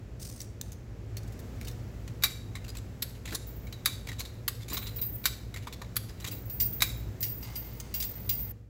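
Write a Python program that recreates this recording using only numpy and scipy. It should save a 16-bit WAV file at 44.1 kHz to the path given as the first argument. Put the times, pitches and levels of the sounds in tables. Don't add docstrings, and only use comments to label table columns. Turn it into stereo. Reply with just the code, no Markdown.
import sys
import numpy as np
from scipy import signal
from scipy.fft import rfft, irfft, next_fast_len
from scipy.io import wavfile
from scipy.ndimage import map_coordinates

SR = 44100
rng = np.random.default_rng(int(sys.argv[2]) if len(sys.argv) > 2 else 0)


def file_out(sig):
    cols = np.atleast_2d(sig).T
    lim = np.clip(cols, -1, 1)
    pcm = np.round(lim * 32767).astype(np.int16)
    wavfile.write(sys.argv[1], SR, pcm)


N = 383229
TIME = np.arange(N) / SR
AGE = np.arange(SR // 2) / SR
STOP_S, TOP_HZ = 8.52, 15850

# start_s, level_db, knock_db, contact_hz, t60_s, touch_lead_s, touch_db
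CLANKS = [(2.2362, -17, 1, 4140, 0.084, 0.013, -38.5), (3.858, -16, -2.5, 2300, 0.053, 0.0073, -43.5),
          (5.2553, -17.5, -4, 4240, 0.066, .015, -40), (6.8207, -15, 0.5, 2300, 0.053, 0.015, -32.5)]
# start_s, level_db, contact_hz, slip_lead_s, slip_db
SNAPS = [(3.0241, -21, 4000, 0.0025, -31), (4.483, -23.5, 4440, 0.0038, -22),
         (5.9659, -19.5, 12600, 0.0079, -34)]
# start_s, level_db, contact_hz
RATTLES = [(2.077, -37.5, 2220), (2.553, -28.5, 2100), (2.68, -38, 4380), (2.769, -34.5, 7700),
           (3.276, -31, 2010), (3.324, -27.5, 1690), (3.346, -23, 10780), (3.669, -40, 2270),
           (3.725, -31, 3940), (4.07, -33, 2400), (4.087, -29.5, 2040), (4.116, -36, 1910),
           (4.193, -27, 11800), (4.203, -28.5, 4230), (4.251, -37.5, 3570), (4.682, -32, 6930),
           (4.7, -29.5, 7100), (4.724, -34, 1130), (4.769, -24.5, 3970), (4.868, -29.5, 4000),
           (5.54, -35.5, 2170), (5.561, -31, 2020), (5.67, -30, 1160), (5.726, -33, 3500),
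           (5.816, -32.5, 1010), (6.243, -28.5, 2120), (6.274, -27.5, 10750)]
# offset_s, length_s, level_db
CHATTER = [(-.43, .23, -41.5), (0.115, .025, -49.5), (0.221, .09, -38)]
# centre_s, length_s, creak_db, thud_db
HEAVES = [(3.286, 0.034, -52, -51), (3.335, .03, -47, -37), (4.25, .3, -63, -63), (4.728, 0.04, -39, -39),
          (4.84, 0.31, -48.5, -62), (5.023, 0.041, -47.5, -73), (6.287, 0.15, -47.5, -49)]
# start_s, level_db, contact_hz, t60_s
PLIER_TAPS = [(.403, -33.5, 5700, .055), (.415, -30, 9400, 0.037), (.6128, -20, 6280, 0.014),
              (.719, -40.5, 6200, 0.079), (1.169, -31, 4400, 0.057), (1.612, -38.5, 2310, 0.076),
              (1.672, -37, 2930, .08), (7.8, -29, 6540, 0.052), (8.025, -23.5, 7560, 0.062),
              (8.039, -31, 4230, 0.025)]
# start_s, length_s, level_db, contact_hz, t60_s
PLIER_FIDGETS = [(0.217, .1, -38, 6900, 0.015), (1.181, .26, -46, 8950, 0.059),
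                 (1.635, 0.092, -38, 3600, .08)]
# start_s, level_db, clink_re_ring_db
JINGLES = [(3.468, -34.5, -25), (4.73, -29, -3.5), (4.961, -28.5, -15), (5.0146, -20.5, -20),
           (6.3125, -28, -10), (6.497, -27, -17), (6.6003, -12.5, -14), (6.7277, -25, -22),
           (7.2052, -28.5, -12.5), (7.2271, -20, -6), (7.426, -40.5, -1), (7.555, -28.5, -6),
           (7.9398, -23, -4.5), (8.0003, -20, -10), (8.2917, -17, -10), (8.3916, -21.5, -22.5)]

# pitch_hz, level_db, t60_s
JACK_MODES = [(1018, -13.5, 0.035), (1595, -18, 0.16), (2340, -2.5, 0.16), (3700, -13, 0.092),
              (3810, 2, 0.067), (3900, -9, 0.4), (4580, -3, .1), (7300, -3.5, 0.16), (7870, 0.5, 0.06),
              (10300, -22, .06), (11470, -7, 0.056), (13700, -1.5, 0.048), (14330, 11.5, .06)]
PIN_MODES = [(4140, -19, 0.026), (8000, -2, 0.094), (10170, 11, 0.026), (9800, -3, 0.046),
             (12200, -13, 0.012), (12700, 5, .03), (13230, 2, .035)]
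LINK_MODES = [(1080, -2, 0.11), (1850, -13.5, 0.12), (2240, -3.5, 0.33), (3800, -14.5, 0.11),
              (3900, -0.5, 0.18), (7340, -1, 0.13), (11300, -2, 0.07), (11600, -19, .06)]
PLIER_MODES = [(3670, 20, 0.079), (6800, -14, 0.017), (9450, -14, .2), (14800, -8, 0.048), (15400, -4, .05)]
KEY_MODES = [(14460, -1, 0.2), (14660, -1.5, 0.48), (14650, -10.5, 0.5), (14400, -8.5, .17),
             (15192, -19.5, 0.18), (15585, -2, 0.2)]
CLINK_MODES = [(1950, -20.5, 0.17), (2784, -4, 0.19), (3970, -4.5, 0.11), (4800, 8, 0.14),
               (5620, 5.5, 0.055), (7440, 0, 0.15)]
# frequency_hz, density_db
JACK_BODY = [(200, -16), (550, -12.5), (800, -6), (1200, -0.5), (2300, 1), (3000, -5), (3850, -0.5),
             (5200, -4), (7000, -5), (8800, -11.5), (11500, -3.5), (15500, -15)]
PIN_BODY = [(300, -10), (800, -19), (1150, -2), (2600, -0.5), (4300, 6), (6000, -1.5), (7800, 3.5),
            (9200, -4), (10500, 0.5), (12600, 8.5), (15500, 3.5)]
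LINK_BODY = [(200, -7), (600, 0.5), (1100, 5), (1500, 3.5), (2100, 4.5), (3100, 2), (3900, 6), (5500, -1.5),
             (7200, 0.5), (9000, -8.5), (12000, -6), (15500, -9.5)]
PLIER_BODY = [(300, -19), (1400, -5.5), (2500, 0), (3700, -5), (4300, 3.5), (6600, 5.5), (8400, 0.5),
              (11000, 1), (15500, 2)]
KEY_BODY = [(700, -24), (2000, 1), (4700, 2), (6500, 4.5), (9200, 0), (12500, 5.5), (15500, -13)]
# centre_hz, width_hz, level_db
CREAK_PEAKS = [(1100, 320, -9.5), (2270, 660, -7.5), (3880, 230, 1.5), (4084, 90, 3.5), (4600, 120, -12),
               (7100, 610, -12), (12000, 3400, -11)]
PULL_PEAKS = [(945, 460, 5), (2105, 65, 12.5), (2880, 1400, -1), (4750, 530, 6.5), (6170, 3100, -1)]
DRAG_PEAKS = [(2140, 1300, -12), (4900, 1200, -0.5), (6240, 820, 3.5), (8400, 830, 2), (9660, 52, 12.5),
              (11400, 2000, -7), (15000, 2000, -6.5)]
# frequency_hz, density_db
THUD_SPECTRUM = [(60, -18), (180, -7), (320, -2), (600, -14), (1200, -21), (3000, -26.5)]
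RUMBLE_SPECTRUM = [(12, -56), (20, -40), (43, -5.5), (59, 1.5), (81, -5.5), (109, 6), (124, -8.5),
                   (151, -7.5), (228, -11), (330, -17.5), (414, -19.5), (439, -21.5), (478, -20.5),
                   (600, -29.5), (780, -32.5), (1320, -120)]
AIR_SPECTRUM = [(150, 5), (400, 7.5), (600, 5.5), (1000, -3), (2000, -4.5), (3500, -12), (4900, -12),
                (7800, -13.5), (8300, -21.5), (12000, -19.5), (15500, -17.5)]

# frequency_hz, t60_s
LOT_DECAY = [(200, 0.099), (2000, 0.48), (6000, 0.56), (14000, 0.39)]
# frequency_hz, gain_db
ECHO_COLOUR = [(1000, 1), (6500, -0.5), (9000, 0.5), (15000, -4.5)]
# pitch_hz, level_db
ENGINE_LINES = [(57, -45), (109, -53.5), (121, -48), (241, -61.5), (357, -66.5), (413, -71), (475, -66)]
# centre_s, length_s, gain_db
SWELLS = [(1.55, 0.84, 3.5), (6.76, 1, 2.5)]
# frequency_hz, correlation
COHERENCE = [(50, 0.94), (150, 0.86), (300, 0.62), (600, 0.033), (1500, 0.077), (4000, 0.069),
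             (14000, 0.13)]


def jack_clanks(light_knock_db=4, settle_s=.016):
    hits = []
    for s, db, knock_db, hz, t60, lead_s, touch_db in CLANKS:
        touch = (s - lead_s, touch_db, light_knock_db, hz, .12)
        settle = (s + settle_s, db - 17, light_knock_db, hz, .076)
        hits += [touch, (s, db, knock_db, hz, t60), settle]
    return impacts(hits, JACK_BODY, JACK_MODES, gain_db=3, blunt_db=-8, flutter_db=-.5,
                   ring_db=-9.5, contact_db=1.5, crest_db=6, rise_s=.0003)


def climbing_pin(slip_hz=12300, t60=.04):
    hits = []
    for s, db, hz, lead_s, slip_db in SNAPS:
        hits += [(s - lead_s, slip_db, 0, slip_hz, t60), (s, db, 0, hz, t60)]
    return impacts(hits, PIN_BODY, PIN_MODES, gain_db=3, blunt_db=5.5, flutter_db=1,
                   ring_db=-10.5, contact_db=5, crest_db=-2.5, rise_s=.00025)


def linkage(rattle_t60=.074):
    touches = [(s, db, hz, rattle_t60) for s, db, hz in RATTLES]
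    for snap_s, *_ in SNAPS:
        for offset_s, length_s, db in CHATTER:
            touches += flurry(snap_s + offset_s, length_s, db, hz=3250, t60=.11, count=3)
    hits = with_knock(touches, db_per_octave=-8)
    return impacts(hits, LINK_BODY, LINK_MODES, gain_db=-2.5, blunt_db=5, flutter_db=4.5,
                   ring_db=-20.5, contact_db=11.5, crest_db=-4.5, rise_s=.001)


def rod():
    centre_s, length_s, creak_db, thud_db = np.transpose(HEAVES)
    strain = np.exp(-(2 * (TIME - centre_s[:, None]) / length_s[:, None]) ** 2)
    creak = amp(creak_db) @ strain * friction(CREAK_PEAKS, slip_rate_hz=80, slip_db=12.5)
    thud = amp(thud_db) @ strain * noise(lambda hz: along(THUD_SPECTRUM, hz), N)
    pull = slide_envelope(start_s=7.405, length_s=1.13, db=-54.5, fall_db_per_s=3.6)
    return creak + thud + pull * friction(PULL_PEAKS, slip_rate_hz=110, slip_db=2.5)


def pliers():
    drag = slide_envelope(start_s=.19, length_s=.28, db=-47.5, fall_db_per_s=31)
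    scrape = drag * friction(DRAG_PEAKS, slip_rate_hz=260, slip_db=7)
    fidgets = [touch for row in PLIER_FIDGETS for touch in flurry(*row, count=4)]
    hits = with_knock(PLIER_TAPS + fidgets, db_per_octave=-10)
    return scrape + impacts(hits, PLIER_BODY, PLIER_MODES, gain_db=-1.5, blunt_db=25.5, flutter_db=4,
                            ring_db=-27, contact_db=11.5, crest_db=-8, rise_s=.00035)


def keys(rebound_s=.022, dangle_s=.26, dangle_db=-9.5, fall_db_per_s=34.5, touches=3):
    track = np.zeros((2, N))
    for s, db, clink_db in JINGLES:
        for delay, gain_db in [(0, -1), (rebound_s * rng.uniform(.25, 2), -14)]:
            clink = impact(KEY_BODY, CLINK_MODES, knock_db=2, contact_hz=15200, t60=.11, ring_db=-5,
                           contact_db=14, crest_db=.5, rise_s=.00118, contact_width_hz=370)
            add(track, s + delay, amp(db + gain_db) * (key_chime() + amp(clink_db - 1) * clink))
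        for delay in scatter(dangle_s, touches):
            add(track, s + delay, amp(db + dangle_db - fall_db_per_s * delay) * key_chime())
    return track


def key_chime(detune_hz=25, sway_db=-.5, rise_s=.0017):
    sway = map_coordinates(rng.standard_normal(40), [AGE * 70]) * np.tanh(AGE / .05)
    modes = [(hz + detune_hz * rng.standard_normal(), db, t60) for hz, db, t60 in KEY_MODES]
    return ring(modes) * (1 - np.exp(-AGE / rise_s)) * amp(sway_db * sway)


def impacts(hits, body, modes, gain_db, blunt_db, flutter_db, **timbre):
    track = np.zeros((2, N))
    for s, db, knock_db, contact_hz, t60 in hits:
        flutter = map_coordinates(rng.standard_normal(130), [AGE * 250]) * np.tanh(AGE / .005)
        sound = impact(body, modes, knock_db + blunt_db, contact_hz, t60, **timbre)
        add(track, s, amp(db + gain_db + flutter_db * flutter) * sound)
    return track


def impact(body, modes, knock_db, contact_hz, t60, ring_db, contact_db, crest_db, rise_s,
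           contact_width_hz=150):
    uneven_db = 2.8 * rng.standard_normal(120)

    def colour_db(hz):
        crests = sum(amp(db + crest_db) / (1 + ((hz - mode_hz) / 70) ** 2) for mode_hz, db, _ in modes)
        spot = contact_db / (1 + ((hz - contact_hz) / contact_width_hz) ** 2)
        skew = np.interp(hz, np.linspace(0, SR / 2, len(uneven_db)), uneven_db)
        knock = knock_db / (1 + (hz / 3000) ** 2)
        return along(body, hz) + 20 * np.log10(1 + crests) + spot + skew + knock

    crash = noise(colour_db, len(AGE)) * fade(AGE, t60)
    crack = amp(-5) * noise(lambda hz: along(body, hz), len(AGE)) * fade(AGE, t60=.014)
    return (crack + crash + amp(ring_db) * ring(modes)) * (1 - np.exp(-AGE / rise_s))


def ring(modes, spread_rad=.91):
    hz, db, t60 = np.transpose(modes)
    gain = amp(db + 2 * rng.standard_normal(len(hz)))
    phase = rng.uniform(0, 2 * np.pi, len(hz)) + spread_rad * rng.standard_normal((2, len(hz)))
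    waves = np.exp(2j * np.pi * hz[:, None] * AGE) * fade(AGE, t60[:, None])
    return ((gain / np.linalg.norm(gain) * np.exp(1j * phase)) @ waves).imag


def with_knock(touches, db_per_octave):
    return [(s, db, db_per_octave * np.log2(hz / 1000), hz, t60) for s, db, hz, t60 in touches]


def flurry(start_s, length_s, db, hz, t60, count, spread_octaves=.45):
    times = start_s + scatter(length_s, count)
    return [(s, db + 2 * louder, hz * 2 ** (spread_octaves * higher), t60)
            for s, (louder, higher) in zip(times, rng.standard_normal((count, 2)))]


def friction(peaks, slip_rate_hz, slip_db, grains_per_s=900):
    def resonances(hz):
        return sum((-1) ** k * amp(db) * 1j * hz * width / (centre ** 2 - hz ** 2 + 1j * hz * width)
                   for k, (centre, width, db) in enumerate(peaks))

    roughness = rng.standard_normal((2, N))
    grit = 7 * rng.standard_normal(N) * (rng.random(N) < grains_per_s / SR)
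    slips = (roughness + grit) * amp(slip_db * np.tanh(wobble(slip_rate_hz)))
    return unit(filtered(slips, resonances))


def slide_envelope(start_s, length_s, db, fall_db_per_s, attack_s=.046, release_s=.01):
    t = np.clip(TIME - start_s, 0, length_s)
    breakaway_db = 11 * np.exp(-t / .11)
    gate = np.minimum(t / attack_s, 1) * np.minimum((length_s - t) / release_s, 1)
    return amp(db + breakaway_db - fall_db_per_s * t) * gate


def lot_echo(sound, build_s=.0033, wall_s=.068, wall_db=-1):
    hz, t, spectrum = signal.stft(rng.standard_normal((2, SR)), SR, nperseg=256)
    tail = signal.istft(spectrum * fade(t, along(LOT_DECAY, hz)[:, None]), SR, nperseg=256)[1]
    age = np.arange(tail.shape[1]) / SR
    wall = amp(wall_db) * (age > wall_s) * fade(abs(age - wall_s), t60=.062)
    tail *= 1 - np.exp(-age / build_s) + wall
    echo = signal.fftconvolve(sound, tail / np.linalg.norm(tail[0]), axes=1)[:, :N]
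    return filtered(echo, lambda hz: amp(along(ECHO_COLOUR, hz)))


def engine(waver_db=2.73, waver_rad=.98):
    return sum(amp(db - 1 + waver_db * wobble(5)) * np.sin(2 * np.pi * hz * TIME + waver_rad * wobble(6))
               for hz, db in ENGINE_LINES)


def air(level_db=-52.5, calm_until_s=1.28, calm_treble_db=-6, hush_db=-5):
    calm = (1 - np.tanh((TIME - calm_until_s) / .091)) / 2
    dull = amp(-1) * noise(lambda hz: along(AIR_SPECTRUM, hz) + calm_treble_db * hz / TOP_HZ, N)
    bright = noise(lambda hz: along(AIR_SPECTRUM, hz), N)
    blend = np.sqrt(calm) * dull + np.sqrt(1 - calm) * bright
    return amp(level_db + hush_db * (TIME > STOP_S)) * blend


def town(fade_start_s=8.5, fade_db_per_s=56):
    swell_db = sum(db * np.exp(-(2 * (TIME - s) / length_s) ** 2) for s, length_s, db in SWELLS)
    drift_db = .5 * wobble(2.86)
    fade_db = fade_db_per_s * np.maximum(TIME - fade_start_s, 0)
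    traffic = amp(-43) * noise(lambda hz: along(RUMBLE_SPECTRUM, hz), N)
    return amp(swell_db + drift_db - fade_db) * (traffic + air() + engine())


def noise(colour_db, size):
    def response(hz):
        angle = np.arccos(along(COHERENCE, hz)) / 2
        return amp(colour_db(hz)) * np.array([np.cos(angle), np.sin(angle)])

    mid, side = filtered(rng.standard_normal((2, size)), response)
    return unit(np.array([mid + side, mid - side]))


def amp(db):
    return 10 ** (np.asarray(db) / 20)


def unit(x):
    return x / np.sqrt(np.mean(x ** 2) + 1e-20)


def fade(t, t60):
    return amp(-60 * t / t60)


def along(points, hz):
    knots_hz, values = np.transpose(points)
    return np.interp(np.log(hz + 1), np.log(knots_hz + 1), values)


def wobble(rate_hz):
    return map_coordinates(rng.standard_normal(int(N * rate_hz / SR) + 4), [TIME * rate_hz])


def scatter(length_s, count):
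    return length_s * (np.arange(count) + rng.random(count)) / count


def filtered(x, response):
    size = next_fast_len(x.shape[-1] + 4096)
    return irfft(rfft(x, size) * response(np.fft.rfftfreq(size, 1 / SR)), size)[..., :x.shape[-1]]


def add(track, start_s, sound):
    part = track[:, round(start_s * SR):][:, :sound.shape[-1]]
    part += sound[:, :part.shape[-1]]


def scene(echo_db=-13, left_db=1.25, lag_s=.00005):
    jack = linkage() + jack_clanks() + climbing_pin()
    work = jack + pliers() + rod() + keys()
    work = filtered(work, lambda hz: np.exp(np.array([[1j], [-1j]]) * np.pi * hz * lag_s))
    gate = np.clip((STOP_S - TIME) / .0063, 0, 1)
    foreground = (work + amp(echo_db) * lot_echo(work)) * gate
    return foreground * amp([[left_db], [-left_db]]) + town() * amp([[.8], [-.8]])


def record(dry):
    return filtered(dry, lambda hz: 1 / np.sqrt(1 + (hz / TOP_HZ) ** 200))


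dry = scene()
out = record(dry)
file_out(out)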